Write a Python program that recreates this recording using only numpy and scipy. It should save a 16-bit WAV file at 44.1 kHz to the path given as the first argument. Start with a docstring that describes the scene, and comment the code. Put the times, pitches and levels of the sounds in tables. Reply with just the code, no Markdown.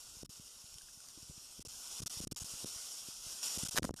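"""A small waterproof camera rides a water slide from a bowl through a tube to the exit pool.
All along, shaped noise and tiny clicks make water hissing through the resonant microphone port.
Short rings plink, dry ticks crack early on, and smooth pulses are the air and spray that shove
the membrane, which thumps over low buffeting and goes deaf for some milliseconds.
At the exit, ragged noise bursts are splashes slapping the camera."""
import sys
import numpy as np
from scipy import signal
from scipy.fft import rfft, irfft, next_fast_len
from scipy.io import wavfile
from scipy.ndimage import uniform_filter1d, map_coordinates

SR = 44100
rng = np.random.default_rng(int(sys.argv[2]) if len(sys.argv) > 2 else 0)


def natural_amplitude(level_db):
    """Convert a level in decibels to a linear amplitude factor, elementwise."""
    exponent = np.asarray(level_db, float) / 20
    return 10 ** exponent


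def master(y):
    """Save y as 16-bit WAV."""
    cut = np.clip(np.atleast_2d(y).T, -1, 1)
    pcm = np.round(cut * 32767)  # scale
    wavfile.write(sys.argv[1], SR, pcm.astype(np.int16))


N = 176400

# Colour of sound through the resonant port: frequency_hz, density_db (per Hz, relative)
PORT_COLOUR = [(80, -30), (250, -16.5), (900, -15.5), (1480, -12.5), (1620, -21.5), (2300, -20.5),
               (2550, -13.5), (3000, -9), (4150, -11), (4800, -6.5), (5600, 0.5), (6250, -6.5), (6850, -2),
               (7650, -7.5), (9200, -6), (13500, -18), (14000, -14.5), (14150, -60)]
DULL_LOW_HZ, DULL_HIGH_HZ = 1560, 2410  # edges of the dull band of the rush


def unit(x):
    """Scale to rms 1."""
    return x / np.sqrt(np.mean(x ** 2) + 1e-20)


def filtered(x, response):
    """Multiply the spectrum of x by a response that is a function of frequency in Hz."""
    m = next_fast_len(N + 8192)
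    return irfft(rfft(x, m) * response(np.fft.rfftfreq(m, 1 / SR)), m)[:N]


def coloured(x, points):
    """Shape x by (Hz, dB) points on a log frequency axis, at rms 1."""
    f, db = np.transpose(points)

    def response(hz):
        return natural_amplitude(np.interp(np.log(hz + 1), np.log(f + 1), db, right=-120))

    return unit(filtered(x, response))


def noise():
    """White noise over the whole scene."""
    return rng.standard_normal(N)


def wobble(rate):
    """A smooth random curve through rate random knots a second."""
    knots = rng.standard_normal(int(N * rate / SR) + 4)
    return map_coordinates(knots, [np.arange(N) * rate / SR])


def patches(shape, bins, frames):
    """A random time-frequency field, smoothed over bins and frames, at rms 1."""
    across_pitch = uniform_filter1d(rng.standard_normal(shape), size=bins, axis=0)
    return unit(uniform_filter1d(across_pitch, size=frames, axis=1))


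def window(start_s, length_ms, edge_ms):
    """A gate that opens to 1 from start_s for length_ms, with soft edges."""
    t = (np.arange(N) / SR - start_s) * 1000
    rise = np.clip(np.minimum(t, length_ms - t) / edge_ms + .5, 0, 1)
    return rise ** 2 * (3 - 2 * rise)


def rush():
    """Rushing water: patchy hiss and droplet fizz, with surges of spray, all through the port."""
    spectrum = signal.stft(noise() + fizz(), nperseg=512)[2]
    patchy_db = 1.5 * patches(spectrum.shape, bins=3, frames=10)
    spectrum = spectrum * natural_amplitude(patchy_db + tint_db(spectrum.shape[1]))
    hiss = coloured(signal.istft(spectrum, nperseg=512)[1][:N], PORT_COLOUR)
    flutter_db = 0.75 * wobble(60)
    return holes(hiss) * np.sqrt(rush_power()) * natural_amplitude(flutter_db)


def fizz():
    """Tiny droplet ticks: random clicks of uneven strength inside the rush."""
    ticks_per_s, level_db, spread_db = 1500, -8.5, 1  # level relative to the white noise of the hiss
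    falls = rng.random(N) < ticks_per_s / SR
    clicks = falls * noise() * natural_amplitude(spread_db * noise())
    return natural_amplitude(level_db) * unit(clicks)


def tint_db(frames):
    """The colour of the rush drifts as the port wets: a slow gain in each of three bands."""
    # Drift: time_s, below_dull_db, dull_band_db, main_resonance_db
    drift = [(1.5, 0.5, 0.5, 0), (2.7, -0.5, 0.5, 0), (3.3, -1, 1, 1.5), (3.85, 0, 2, -1.5)]
    hz = np.fft.rfftfreq(512, 1 / SR)
    below = hz < DULL_LOW_HZ
    dull = (hz > DULL_LOW_HZ) & (hz < DULL_HIGH_HZ)
    main = (hz > 4900) & (hz < 6140)
    time_s, *gains_db = np.transpose(drift)
    at = np.linspace(0, N / SR, frames)
    return sum(np.outer(band, np.interp(at, time_s, db)) for band, db in zip([below, dull, main], gains_db))


def rush_power():
    """The flow swells and sinks; surges of spray close by add their power to it."""
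    # Rushing water: time_s, level_db
    flow_levels = [(0, -53.5), (0.221, -54), (.93, -56.5), (1.53, -54), (1.66, -52), (2.0, -45.5),
                   (2.25, -45.5), (2.84, -46.5), (3.22, -50), (3.28, -45.5), (3.42, -48.5), (3.432, -42.5),
                   (3.62, -41), (3.76, -45.5), (3.8, -50.5), (3.86, -53), (4, -51.5)]
    # Spray close by: start_s, length_ms, level_db
    spray_surges = [(2.06, 17, -40.5), (2.312, 16, -53), (3.428, 58, -41.5)]
    power = natural_amplitude(2 * np.interp(np.arange(N) / SR, *np.transpose(flow_levels)))
    for start_s, length_ms, level_db in spray_surges:
        power += natural_amplitude(2 * level_db) * window(start_s, length_ms, 1.5)
    return power


def holes(x):
    """A spectral effect laid on the hiss: gates thin gaps in the dull band where a random field dips low."""
    threshold_sd, depth_db = -.8, -30
    hz, _, spectrum = signal.stft(x, SR, nperseg=2048)
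    sparse = patches(spectrum.shape, bins=4, frames=4) < threshold_sd
    dull = (hz > DULL_LOW_HZ) & (hz < DULL_HIGH_HZ)
    return signal.istft(spectrum * natural_amplitude(depth_db * (dull[:, None] & sparse)), nperseg=2048)[1][:N]


def shoves():
    """Air and spray push the membrane: one-sided pulses, slower to fall, through a bass cut."""
    # Pushes: peak_s, push (thousandths of full scale ahead of gain and bass cut, sign = direction),
    # width_ms (twice the time from half height to the peak)
    pushes = [(0.1707, -3.5, 2.9), (0.2327, -12.5, 0.8), (0.248, 6, 1.9), (0.295, -5.5, 1.9),
              (0.3988, 6, 1.77), (0.6432, 3, 2.9), (0.759, 2.5, 2.5), (0.9755, 2, 2.2), (1.176, 3, 1.25),
              (1.2296, 4.5, 2.3), (1.299, 10.5, 2.3), (1.3084, -4.5, 2.8), (1.379, 4, 1.9),
              (1.5911, -5, 2.5), (1.5954, -7.5, 1.16), (1.607, 4.5, 3.5), (1.6514, -4.5, 0.66),
              (1.6745, -6.5, 3.1), (2.0042, -12.5, 2.2), (2.019, 8.5, 0.98), (2.03, -9, 2.6),
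              (2.0337, 12.5, 2.6), (2.061, -7.5, 1.6), (2.1735, 8.5, 3.1), (2.2044, -17.5, 1.2),
              (2.2127, 9, 2.8), (2.239, -8.5, 1.7), (2.243, -7, 1.7), (2.2718, 17.5, 1.12),
              (2.3216, 24.5, 1.23), (2.4203, -13.5, 3), (2.4444, 5.5, 1.9), (2.539, -5.5, 2.7),
              (2.6455, -20, 0.86), (2.6585, 7, 1.26), (2.7633, -4, 3.6), (3.087, -6, 1.1),
              (3.267, 4.5, 2.9), (3.5756, -17, 1.15), (3.5833, 8, 2.2), (3.6347, -28, 1.57),
              (3.6528, -9, 1.9), (3.69, -6.3, 2.2), (3.7477, 11.5, 0.94), (3.7837, -29, 0.82),
              (3.7946, 28, 0.84), (3.8237, -24, 1.24), (3.8285, 14, 0.92), (3.8336, -15, 2.1),
              (3.841, 13, 1.5), (3.8466, -40, 0.43), (3.849, 27, 0.53), (3.8507, -22, 0.98),
              (3.8532, 17, 1.2), (3.872, 9, 1.1), (3.8932, 34, 0.4), (3.9088, -31, 0.93), (3.9405, 13, 1.1)]
    gain_db, fall_over_rise, bass_cut_hz = 4.5, 1.62, 141
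    t_ms = np.arange(-1000, 1000) / SR * 1000
    stretch = np.where(t_ms > 0, fall_over_rise, 1)
    out = np.zeros(N + 2000)
    for peak_s, push, width_ms in pushes:
        pulse = np.exp(-np.log(16) * (t_ms / (width_ms * stretch)) ** 2)
        out[round(peak_s * SR):][:len(t_ms)] += push / 1000 * natural_amplitude(gain_db) * pulse
    return filtered(out[1000:][:N], lambda hz: 1j * hz / (bass_cut_hz + 1j * hz))


def membrane_hearing():
    """The pinned membrane goes deaf: a gain that dips for milliseconds; overlapping dips multiply."""
    # Deaf spells: start_s, length_ms, depth_db
    deaf_spells = [(0.2335, 13.5, -24), (0.2619, 31.7, -48), (0.3996, 3.3, -20), (1.5959, 6.9, -15),
                   (1.6274, 23.2, -66), (1.675, 8.5, -23), (2.0057, 13.3, -20), (2.0364, 23.8, -29),
                   (2.052, 8.6, -36.5), (2.0802, 16.8, -24.5), (2.205, 5.3, -25), (2.2498, 22.3, -35),
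                   (2.2772, 35.5, -73), (2.3282, 31.4, -21), (2.33, 15.4, -50.0), (2.3489, 12.5, -48.5),
                   (2.3915, 8.0, -13), (2.437, 6.5, -21), (2.6465, 10.6, -15), (3.576, 6, -20),
                   (3.6417, 7.6, -17.5), (3.6757, 8.7, -33), (3.6957, 14, -28.5), (3.7895, 3.5, -11),
                   (3.7957, 28, -21), (3.807, 13, -37), (3.8257, 3.0, -14), (3.8355, 3.8, -27),
                   (3.894, 14, -14), (3.895, 7, -16), (3.9103, 29.6, -44), (3.944, 18.5, -31.5)]
    hearing = np.ones(N)
    for start_s, length_ms, depth_db in deaf_spells:
        hearing *= 1 - (1 - natural_amplitude(depth_db)) * window(start_s, length_ms, edge_ms=0.48)
    return hearing


def slaps():
    """Water slaps the housing: ragged broadband noise in short bursts."""
    # Slaps: start_s, length_ms, level_db
    slap_bursts = [(3.758, 2.8, -39), (3.7619, 2, -37), (3.766, 11.9, -30), (3.782, 5.9, -27.5),
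                   (3.83, 2.4, -39), (3.8422, 1.6, -38), (3.847, 6, -43), (3.938, 5.8, -53.5)]
    # Colour of a slap: frequency_hz, density_db (per Hz, relative)
    slap_colour = [(100, -17.5), (1100, -4), (1600, -2), (2400, -13), (5400, -5.5), (13100, -15),
                   (14500, -28)]
    lumps_db = 5 * wobble(700)
    ragged = unit(coloured(noise(), slap_colour) * natural_amplitude(lumps_db))
    return ragged * sum(natural_amplitude(db) * window(s, ms, edge_ms=0.57) for s, ms, db in slap_bursts)


def plinks():
    """Droplets plink in the wet port: short sine rings with a soft onset, cut after 600 samples."""
    # Plinks: start_s, level_db (ahead of fade and onset), pitch_hz
    plink_drops = [(0.811, -52, 1560), (0.8847, -53, 1610), (1.002, -54, 1450), (1.175, -52.5, 300),
                   (1.653, -52, 452), (3.433, -48, 980), (3.6627, -40.5, 1486), (3.989, -44.5, 1500)]
    fade_cycles = 31  # cycles to fade 60 dB
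    out, t = np.zeros(N + 600), np.arange(600) / SR
    for start_s, level_db, pitch_hz in plink_drops:
        fade = natural_amplitude(level_db - 60 * t * pitch_hz / fade_cycles)
        onset = 1 - np.exp(-t * pitch_hz)
        out[round(start_s * SR):][:len(t)] += fade * np.sin(2 * np.pi * pitch_hz * t) * onset
    return out[:N]


def ticks():
    """Droplets tick dry on the housing: a fast-fading ring buried in a crack coloured by the port."""
    # Ticks: start_s, level_db (ahead of fade, of the mean of ring and crack), pitch_hz (brightness)
    tick_drops = [(.742, -38.5, 6450), (0.784, -38, 3100), (.819, -41, 9000), (1.004, -44, 10600),
                  (1.086, -37, 6100), (1.225, -41, 6950)]
    t60_s = .008
    out, t = np.zeros(N + 600), np.arange(600) / SR
    crack = coloured(noise(), PORT_COLOUR)
    for start_s, level_db, pitch_hz in tick_drops:
        first = round(start_s * SR)
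        ring = np.sin(2 * np.pi * pitch_hz * t)
        mixed = (ring + crack[first:][:len(t)]) / 2
        out[first:][:len(t)] += natural_amplitude(level_db - 60 * t / t60_s) * mixed
    return out[:N]


def shove_power(thumps):
    """Power of the shoves, smeared around each one by two moving averages."""
    span = round(0.021 * SR)
    return np.abs(uniform_filter1d(uniform_filter1d(thumps ** 2, span), span))


def gurgle(busy, hearing):
    """Water works in the port around each shove: rough mid noise that follows the shove power."""
    # Colour of the gurgle: frequency_hz, density_db (per Hz, relative)
    gurgle_colour = [(150, -4), (400, 0), (1000, -17)]
    below_shoves_db = -19.5
    rough = unit(coloured(noise(), gurgle_colour) * natural_amplitude(5.8 * wobble(80)))
    return hearing * natural_amplitude(below_shoves_db) * np.sqrt(busy) * rough


def buffet(busy, hearing):
    """Lumpy low air noise on the port, swelling around shoves, partly muted by the pinned membrane."""
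    # Colour of air on the port: frequency_hz, density_db (per Hz, relative)
    air_colour = [(18, -0.5), (40, 6), (120, -5), (300, -10), (800, -54)]
    floor_db, below_shoves_db, mute_share = -73, -12, 0.25
    lumps = unit(coloured(noise(), air_colour) * natural_amplitude(4 * wobble(25.14)))
    power = natural_amplitude(2 * floor_db) + natural_amplitude(2 * below_shoves_db) * busy
    return lumps * np.sqrt(power) * (1 - mute_share * (1 - hearing))


def scene():
    """The pinned membrane mutes the airborne sound; its own thumps stay at full level."""
    hearing = membrane_hearing()
    thumps = shoves()
    busy = shove_power(thumps)
    airborne = hearing * (rush() + slaps() + plinks() + ticks())
    low = buffet(busy, hearing) + gurgle(busy, hearing)
    return np.tile(airborne + thumps + low, (2, 1))


def low_pass(x):
    """Removes everything above the highest recorded frequency."""
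    return signal.sosfilt(signal.butter(12, 15280, fs=SR, output="sos"), x)


def record(dry):
    """The membrane saturates softly, treble ends at a band limit; one microphone feeds both channels."""
    ceiling, top_hz = .1, 15000  # ceiling as a share of full scale, ahead of the band limit
    saturated = dry[0] / (1 + np.abs(dry[0] / ceiling) ** 4) ** (1 / 4)
    limited = filtered(saturated, lambda hz: hz < top_hz)
    return low_pass(np.tile(limited, (2, 1)))


dry = scene()
out = record(dry)
master(out)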